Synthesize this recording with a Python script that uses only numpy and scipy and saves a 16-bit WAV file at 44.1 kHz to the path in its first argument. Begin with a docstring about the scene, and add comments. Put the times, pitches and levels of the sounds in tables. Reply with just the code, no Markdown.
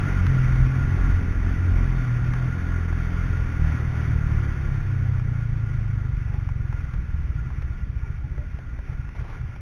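"""A small motorcycle slows to a stop, heard by a helmet camera in a closed case.
The engine is a sum of firing orders shaped by resonances of frame and helmet, then separate uneven thuds.
Wind is filtered noise: hiss in the case, buffeting of the helmet and a roar; a thin street hiss lies below.
Loose parts tick as struck resonances, cloth rubs as clumped noise, and faint sine tones peep.
The camera takes 8000 samples a second and joins them by straight lines, which leaves faint treble images."""
import sys
import numpy as np
from scipy import signal
from scipy.fft import rfft, irfft, next_fast_len
from scipy.io import wavfile
from scipy.ndimage import uniform_filter1d, map_coordinates

SR = 44100
rng = np.random.default_rng(int(sys.argv[2]) if len(sys.argv) > 2 else 0)


def wav_out(sig):
    """Save sig, one row per channel (or a flat mono array), as 16-bit PCM at SR to the path in sys.argv[1]."""
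    wavfile.write(sys.argv[1], SR, np.round(np.clip(np.atleast_2d(sig).T, -1, 1) * 32767).astype(np.int16))


N = 423793

# Firing rate of the single cylinder: time_s, firings_per_s
FIRING_RATE = [(0, 47.99), (0.48, 42.09), (0.96, 45.12), (1.3, 42.72), (1.72, 44.94), (2.13, 40.24),
               (2.58, 43.17), (2.95, 41.34), (3.3, 43.21), (3.68, 38.8), (3.92, 39.63), (4.75, 33.43),
               (5.55, 27.98), (6.5, 22.69), (7.28, 18.04)]
# Phase lean that turns the beat from a push towards a pull: time_s, lean_rad
BEAT_LEAN = [(0, 0), (5.6, 0), (6.3, -1.2), (7, -2.4)]
# Swells added to the resting level of the deepest throb: start_s, length_s, level_db
THROB_SWELLS = [(.09, 0.21, -25.5), (0.403, 0.29, -23), (0.952, 0.18, -20.5), (1.297, .28, -26.5),
                (1.706, 0.3, -21), (2.356, 0.14, -30), (2.636, .82, -29), (3.6, .1, -23),
                (4.142, 0.14, -27.5), (4.617, .15, -37), (5.505, 1.02, -35.5)]
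THROB_HZ, THROB_WIDTH_HZ, THROB_REST_DB, THROB_EDGE_S = 41, 13, -44.5, 0.05
# Level of the frame's drone: time_s, level_db
DRONE_LEVEL = [(0, -31), (.24, -19.5), (.42, -46), (.68, -53), (.78, -28.5), (1.08, -30), (1.2, -24.5),
               (1.42, -33), (1.62, -21), (1.88, -26), (2.02, -50), (2.45, -42), (2.55, -27), (3.42, -26),
               (3.52, -30), (3.62, -22), (3.8, -29.5), (4.3, -25), (4.72, -31.5), (5.1, -28.5),
               (5.6, -39.5), (6.2, -33), (7.28, -33.5)]
# Shifting centre of the drone: time_s, centre_hz
DRONE_CENTRE = [(0, 83.7), (3.5, 84), (3.62, 76), (4.7, 74), (4.85, 96), (5.8, 85.5), (6.3, 73),
                (7.28, 66.3)]
DRONE_WIDTH_HZ = 21
# Level of the helmet's hum: time_s, level_db
HUM_LEVEL = [(0, -29), (.24, -31.5), (.33, -20), (.72, -22), (.88, -26.5), (1.1, -36.5), (1.65, -39),
             (1.98, -24.5), (2.2, -20.5), (2.31, -26), (2.44, -22), (2.64, -35.5), (3.0, -31.5),
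             (3.45, -34.5), (3.65, -29), (4.25, -24.5), (4.55, -31), (4.8, -28.5), (5.1, -26), (6.0, -30),
             (6.6, -33.5), (7.28, -44.5)]
HUM_HZ, HUM_WIDTH_HZ = 118.9, 25.5
# Level of a buzz above the hum: time_s, level_db
BUZZ_LEVEL = [(0, -29.5), (.4, -35.5), (.7, -43), (1.9, -39.5), (2.1, -39.5), (3.35, -36.5), (3.5, -51.5),
              (3.62, -26), (3.85, -39.5), (4.1, -31), (4.4, -43.5), (6.8, -55.5), (7.28, -43)]
BUZZ_HZ, BUZZ_WIDTH_HZ = 163.8, 21.5
# Spectrum of the orders above the buzz, before the load gain: frequency_hz, rms_db
UPPER_ORDERS = [(150, -71), (215, -46), (262, -42.5), (310, -50.5), (420, -57)]
# Load gain on those upper orders, lower overall as the engine slows: time_s, gain_db
LOAD_GAIN = [(0, -1), (1.95, 0), (2.1, -10), (2.7, -5), (3.5, -5), (4.5, -14), (5.2, -12.5), (7.28, -12)]
# Level of the tenth order, which sings for a while: time_s, level_db
TENTH_ORDER = [(0, -62.5), (2.4, -65), (2.9, -57), (4.7, -51), (5.2, -61), (7.3, -63.5)]

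# Levels of the wind in the case: time_s, hiss_db, roar_db
WIND_LEVEL = [(0, -34.5, -46), (.48, -36, -40), (1.36, -38, -41.5), (2.49, -38.5, -43.5), (3.4, -38, -44),
              (4.07, -37.5, -44.5), (5.0, -43, -44.5), (5.49, -44.5, -48), (6.1, -46, -49),
              (7.55, -48, -51), (9.61, -50.5, -54)]
# Level of the helmet's buffeting: time_s, level_db
BUFFET_LEVEL = [(0, -27.5), (.5, -23.5), (2.24, -26.5), (2.49, -33), (3.37, -29), (5, -27.5), (6.07, -31.5),
                (7.55, -31), (9.61, -33.5)]
# Spectral shape of the hiss, before the case resonances: frequency_hz, relative_density_db
HISS_SPECTRUM = [(150, -23), (250, 0), (421, -12), (457, -13), (632, -14), (769, -12), (916, -13.5),
                 (1250, -12.5), (1420, -7.5), (1560, -10), (2160, -9.5), (2790, -20.5), (3720, -23),
                 (3990, -36.5), (5190, -69), (8780, -120)]
# Spectral shape of the buffeting: frequency_hz, relative_density_db
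BUFFET_SPECTRUM = [(10, -10), (25, 4), (45, 2), (80, 0), (130, -3.5), (170, -12), (200, -17.5), (300, -52)]
# Spectral shape of the roar: frequency_hz, relative_density_db
ROAR_SPECTRUM = [(120, -43.5), (190, 1.5), (300, -9), (420, -12.5), (700, -27), (1200, -60.5)]
# Resonances of the air in the case: frequency_hz, width_hz, added_gain_db
CASE_MODES = [(1414.6, 66, 5.5), (1689, 42, -2.5), (1955, 27, -0.5), (1151, 140, -4.5)]

# Ticks of loose parts: start_s, knock_peak_db, pitch_hz, edge_relative_to_knock_db
TICKS = [(0.267, -25, 1270, 1), (0.559, -28, 860, -7.5), (2.337, -22.5, 997, -6), (2.927, -28.5, 757, -16),
         (5.198, -33.5, 1057, -5.5), (6.342, -30, 900, -14.5), (6.49, -29, 1014, -14),
         (6.727, -30.5, 1000, -14.5), (6.938, -33, 915, -6), (7.504, -31.5, 900, -13),
         (7.622, -36, 589, -2), (8.38, -33, 600, -15), (8.589, -33.5, 640, -11.5), (8.79, -36, 630, -9.5),
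         (9.091, -35.5, 1160, -6), (9.151, -37.5, 600, -18), (9.19, -37, 1130, -10.5),
         (9.329, -38.5, 600, -14.5), (9.415, -35, 1070, -12.5), (9.562, -35.5, 835, -9)]
# Faint short tones: start_s, length_s, pitch_hz, rms_at_crest_db
PEEPS = [(6.29, 0.12, 840, -53), (8.03, 0.031, 905, -52), (8.04, 0.055, 2300, -53.5),
         (8.23, 0.046, 840, -53), (8.37, 0.083, 590, -51.5)]

# Walking pace: separate thuds at growing intervals
PACE_START_S, PACE_GAP_S, PACE_SLOWS_S, PACE_COUNT = 7.305, 0.05403, 0.00126, 20
PUSH_DB, PUSH_SCATTER_DB = -20.5, 1
KNOCK_DB, KNOCK_SCATTER_DB, KNOCK_FADE_DB = -25.5, 2.5, 0.3  # the fade is per thud
STUMBLES, STUMBLE_LATE_S, STUMBLE_LOSS_DB = [4, 8, 14], 0.008, 6  # thuds counted from 0
# Lone knocks halfway between thuds: chance, first level, and fade per thud interval
LONE_KNOCK_SHARE, LONE_KNOCK_DB, LONE_KNOCK_FADE_DB = 0.3, -24, 0.9
# The last uneven thuds: time_s, knock_peak_db, push_peak_db
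LAST_THUDS = [(8.735, -32, -24), (8.8, -38, -24), (8.9, -28.5, -21.5), (8.925, -28, -38),
              (8.952, -43, -26.5), (8.999, -25, -22.5), (9.051, -45, -27), (9.198, -35, -24.5),
              (9.221, -25.5, -23), (9.414, -26.5, -21), (9.44, -25, -26), (9.461, -42, -33)]

# Level of cloth brushing the case: time_s, level_db
RUSTLE_LEVEL = [(8.84, -80.5), (8.87, -50), (8.94, -50.5), (8.97, -80), (9.13, -81.5), (9.155, -45.5),
                (9.22, -45), (9.26, -46.5), (9.3, -44), (9.37, -48), (9.4, -60.5), (9.45, -75)]
# Spectral shape of the cloth, before the case resonances: frequency_hz, relative_density_db
CLOTH_SPECTRUM = [(150, -29.5), (300, 2), (600, -4), (1200, -4.5), (2500, -12), (3900, -18.5)]

CAMERA_HZ = 8000  # samples a second
TOP_HZ = 15850  # upper limit of the output


def amp(db):
    """Decibels are twenty times the logarithm of an amplitude ratio."""
    return 10 ** (np.asarray(db) / 20)


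def unit(x):
    """Division by the root mean square gives a signal of rms 1."""
    return x / np.sqrt(np.mean(x ** 2) + 1e-20)


def along(points, hz):
    """A spectrum is interpolated linearly over the logarithm of frequency."""
    f, value = np.transpose(points)
    return np.interp(np.log(hz + 1), np.log(f + 1), value)


def curves(rows):
    """Linear interpolation in time gives one value per sample for each column after the time."""
    s, *columns = np.transpose(rows)
    return [np.interp(np.arange(N) / SR, s, column) for column in columns]


def wobble(rate):
    """A spline through random knots, rate of them a second, makes a smooth fluctuation."""
    knots = rng.standard_normal(int(N * rate / SR) + 4)
    return map_coordinates(knots, [np.arange(N) * rate / SR])


def filtered(x, response):
    """A linear filter multiplies the spectrum by its complex response."""
    m = next_fast_len(N + SR // 2)  # padding for the decay
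    return irfft(rfft(x, m) * response(np.fft.rfftfreq(m, 1 / SR)), m)[:N]


def resonance(hz, width_hz):
    """A damped oscillator responds causally, with gain 1 at its centre."""
    return lambda f: 1j * f * width_hz / (hz * hz - f * f + 1j * f * width_hz)


def rush(response, patchy_db):
    """Turbulence as coloured noise of rms 1, with random gain in patches of time and frequency."""
    spectrum = signal.stft(rng.standard_normal(N), nperseg=512)[2]
    field = rng.standard_normal(spectrum.shape)
    field = uniform_filter1d(uniform_filter1d(field, 5, 0), 8, 1)
    patchy = signal.istft(spectrum * amp(patchy_db * unit(field)), nperseg=512)[1][:N]
    return unit(filtered(patchy, response))


def throb():
    """Superposed gates: a resting amplitude plus swells that rise, hold and fall."""
    t = np.arange(N) / SR
    level = amp(THROB_REST_DB)
    for start, length, db in THROB_SWELLS:
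        nearest_end = np.minimum(t - start, start + length - t)
        level = level + amp(db) * np.clip(nearest_end / THROB_EDGE_S + 0.5, 0, 1)
    return level


def engine(flutter_db=1.32, skirt_db=6, size=64):
    """Fourier synthesis: orders in step sum to one rounded beat a firing, weighted by resonances."""
    t = np.arange(N) / SR
    coarse = slice(None, None, size)  # levels are computed every size samples
    (rate,), (lean,) = curves(FIRING_RATE), curves(BEAT_LEAN)
    tables = (DRONE_LEVEL, HUM_LEVEL, BUZZ_LEVEL, LOAD_GAIN, TENTH_ORDER)
    drone, hum, buzz, load, tenth = (amp(curves(table)[0][coarse]) for table in tables)
    drone_hz = curves(DRONE_CENTRE)[0][coarse]
    bodies = [(throb()[coarse], THROB_HZ, THROB_WIDTH_HZ), (drone, drone_hz, DRONE_WIDTH_HZ),
              (hum, HUM_HZ, HUM_WIDTH_HZ), (buzz, BUZZ_HZ, BUZZ_WIDTH_HZ)]

    def carried(f):
        """Resonant transmission: each body's gain is skirt_db lower one width from its centre."""
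        upper = load * amp(along(UPPER_ORDERS, f))
        return upper + sum(gain * amp(-skirt_db * ((f - hz) / width) ** 4) for gain, hz, width in bodies)

    levels = [carried(k * rate[coarse]) for k in range(1, 10)] + [tenth]
    # phase is the running sum of the rate, with a slight random jitter
    turn = 2 * np.pi * np.cumsum(rate) / SR + 0.55 + 0.05 * wobble(12)
    beat = np.zeros(N)
    for k, coarse_level in enumerate(levels, start=1):
        level = np.interp(t, t[coarse], coarse_level) * amp(flutter_db * wobble(14))
        beat += level * np.cos(k * turn + lean + 0.14 * wobble(8.1))
    # regular firing gives way to separate thuds
    regular = np.clip((FIRING_RATE[-1][0] - t) / 0.02, 0, 1)
    return np.sqrt(2) * regular * beat  # from rms to peak


def case(f):
    """Cavity resonance: the air in the case adds gain at its modes."""
    return 1 + sum(amp(db) * np.abs(resonance(hz, width)(f)) ** 2 for hz, width, db in CASE_MODES)


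def wind():
    """Turbulent noise: hiss coloured by the case, lumpy buffeting of the helmet, a roar between them."""
    (hiss_db, roar_db), (buffet_db,) = curves(WIND_LEVEL), curves(BUFFET_LEVEL)
    hiss_level = amp(hiss_db + 0.8 * wobble(8) + 0.34 * wobble(25))
    hiss = hiss_level * rush(lambda f: amp(along(HISS_SPECTRUM, f)) * case(f), patchy_db=1.0)
    lumps = amp(1.6 * wobble(10.0))
    pressure = rush(lambda f: amp(along(BUFFET_SPECTRUM, f)), patchy_db=-0.14)
    buffet = amp(buffet_db) * unit(lumps * pressure)
    roar = amp(roar_db) * rush(lambda f: amp(along(ROAR_SPECTRUM, f)), patchy_db=2.0)
    return hiss + buffet + roar


def street(db=-61):
    """Masking: a thin hiss about one steady level comes forward as the wind drops."""
    level = amp(db + 1.7 * wobble(5.5))
    return level * rush(lambda f: resonance(2300, 600)(f) ** 2, patchy_db=4.0)


def ticks(width_hz=750):
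    """Impact excitation: a contact and short rattle ring a dull resonance, plus a brighter edge."""
    out, t = np.zeros(N + SR), np.arange(SR // 10) / SR
    f = np.fft.rfftfreq(len(t), 1 / SR)
    peak = lambda x: x / np.abs(x).max()
    for s, db, hz, edge_db in TICKS:
        rattle = rng.standard_normal(len(t)) * amp(-60 * t / 0.029)  # falls 60 dB in 29 ms
        burst = 1 + 0.095 * rfft(rattle)  # the 1 is one sharp contact
        body = resonance(hz, width_hz)(f) ** 2 + 0.5 * resonance(1350, 600)(f) ** 2
        knock = irfft(burst * body, len(t))
        edge = irfft(burst * resonance(2400, 2600)(f) ** 2, len(t))
        out[round(s * SR):][:len(t)] += amp(db) * (peak(knock) - amp(edge_db) * peak(edge))
    return out[:N]


def peeps():
    """Amplitude modulation: half a sine shapes each pure tone, so that it swells and fades."""
    out = np.zeros(N)
    for s, length, hz, db in PEEPS:
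        t = np.arange(round(length * SR)) / SR
        swell = amp(db) * np.sqrt(2) * np.sin(np.pi * t / length)
        out[round(s * SR):][:len(t)] += swell * np.sin(2 * np.pi * hz * t)
    return out


def thuds():
    """Slowing firing intervals, with late weak stumbles and lone knocks: rows time_s, knock_db, push_db."""
    k = np.arange(PACE_COUNT)
    chance, late = rng.standard_normal((PACE_COUNT, 2)), np.isin(k, STUMBLES)
    gap = PACE_GAP_S + PACE_SLOWS_S * k
    s = PACE_START_S + np.cumsum(gap) - gap
    loss_db = STUMBLE_LOSS_DB * late
    knock_db = KNOCK_DB - KNOCK_FADE_DB * k + KNOCK_SCATTER_DB * chance[:, 0] - loss_db
    push_db = PUSH_DB + PUSH_SCATTER_DB * chance[:, 1] - loss_db
    run = np.c_[s + STUMBLE_LATE_S * late, knock_db, push_db]
    faint_push_db = np.full(PACE_COUNT, 2 * LONE_KNOCK_DB)
    lone = np.c_[s + gap / 2, LONE_KNOCK_DB - LONE_KNOCK_FADE_DB * k, faint_push_db]
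    return [*run, *lone[rng.random(PACE_COUNT) < LONE_KNOCK_SHARE], *LAST_THUDS]


def idle(push_hz=62, knock_hz=125, spread_s=0.0087, lean_rad=-2.48):
    """Gaussian wave packets: each late thud is a deep push with a higher knock on top."""
    out, t = np.zeros(N + SR), np.arange(-SR // 20, SR // 20) / SR
    knock = np.cos(2 * np.pi * knock_hz * t + lean_rad) * np.exp(-0.5 * (t / spread_s) ** 2)
    push = np.cos(2 * np.pi * push_hz * t + lean_rad) * np.exp(-0.5 * (t / (0.95 * spread_s)) ** 2)
    for s, knock_db, push_db in thuds():
        out[round(s * SR) - SR // 20:][:len(t)] += amp(knock_db) * knock + amp(push_db) * push
    return out[:N]


def rustle():
    """Friction noise: cloth rubs in irregular clumps, coloured by the case."""
    db, = curves(RUSTLE_LEVEL)
    clumps = amp(2.2 * wobble(60))
    return amp(db) * clumps * rush(lambda f: amp(along(CLOTH_SPECTRUM, f)) * case(f), patchy_db=1.5)


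def scene():
    """Superposition: the sound pressures of all sources add."""
    return (engine() + wind() + street() + ticks() + peeps() + idle() + rustle())[None]


def record(dry):
    """Sampling: few samples joined by straight lines leave faint mirror images in the treble."""
    t = np.arange(N) / SR
    narrow = filtered(dry[0], lambda f: f < CAMERA_HZ / 2)
    sample_times = np.arange(int(N / SR * CAMERA_HZ) + 1) / CAMERA_HZ
    samples = map_coordinates(narrow, [sample_times * SR], mode="nearest")
    joined = np.interp(t, sample_times, samples)
    return filtered(joined, lambda f: f < TOP_HZ)[None]


dry = scene()
out = record(dry)
wav_out(out)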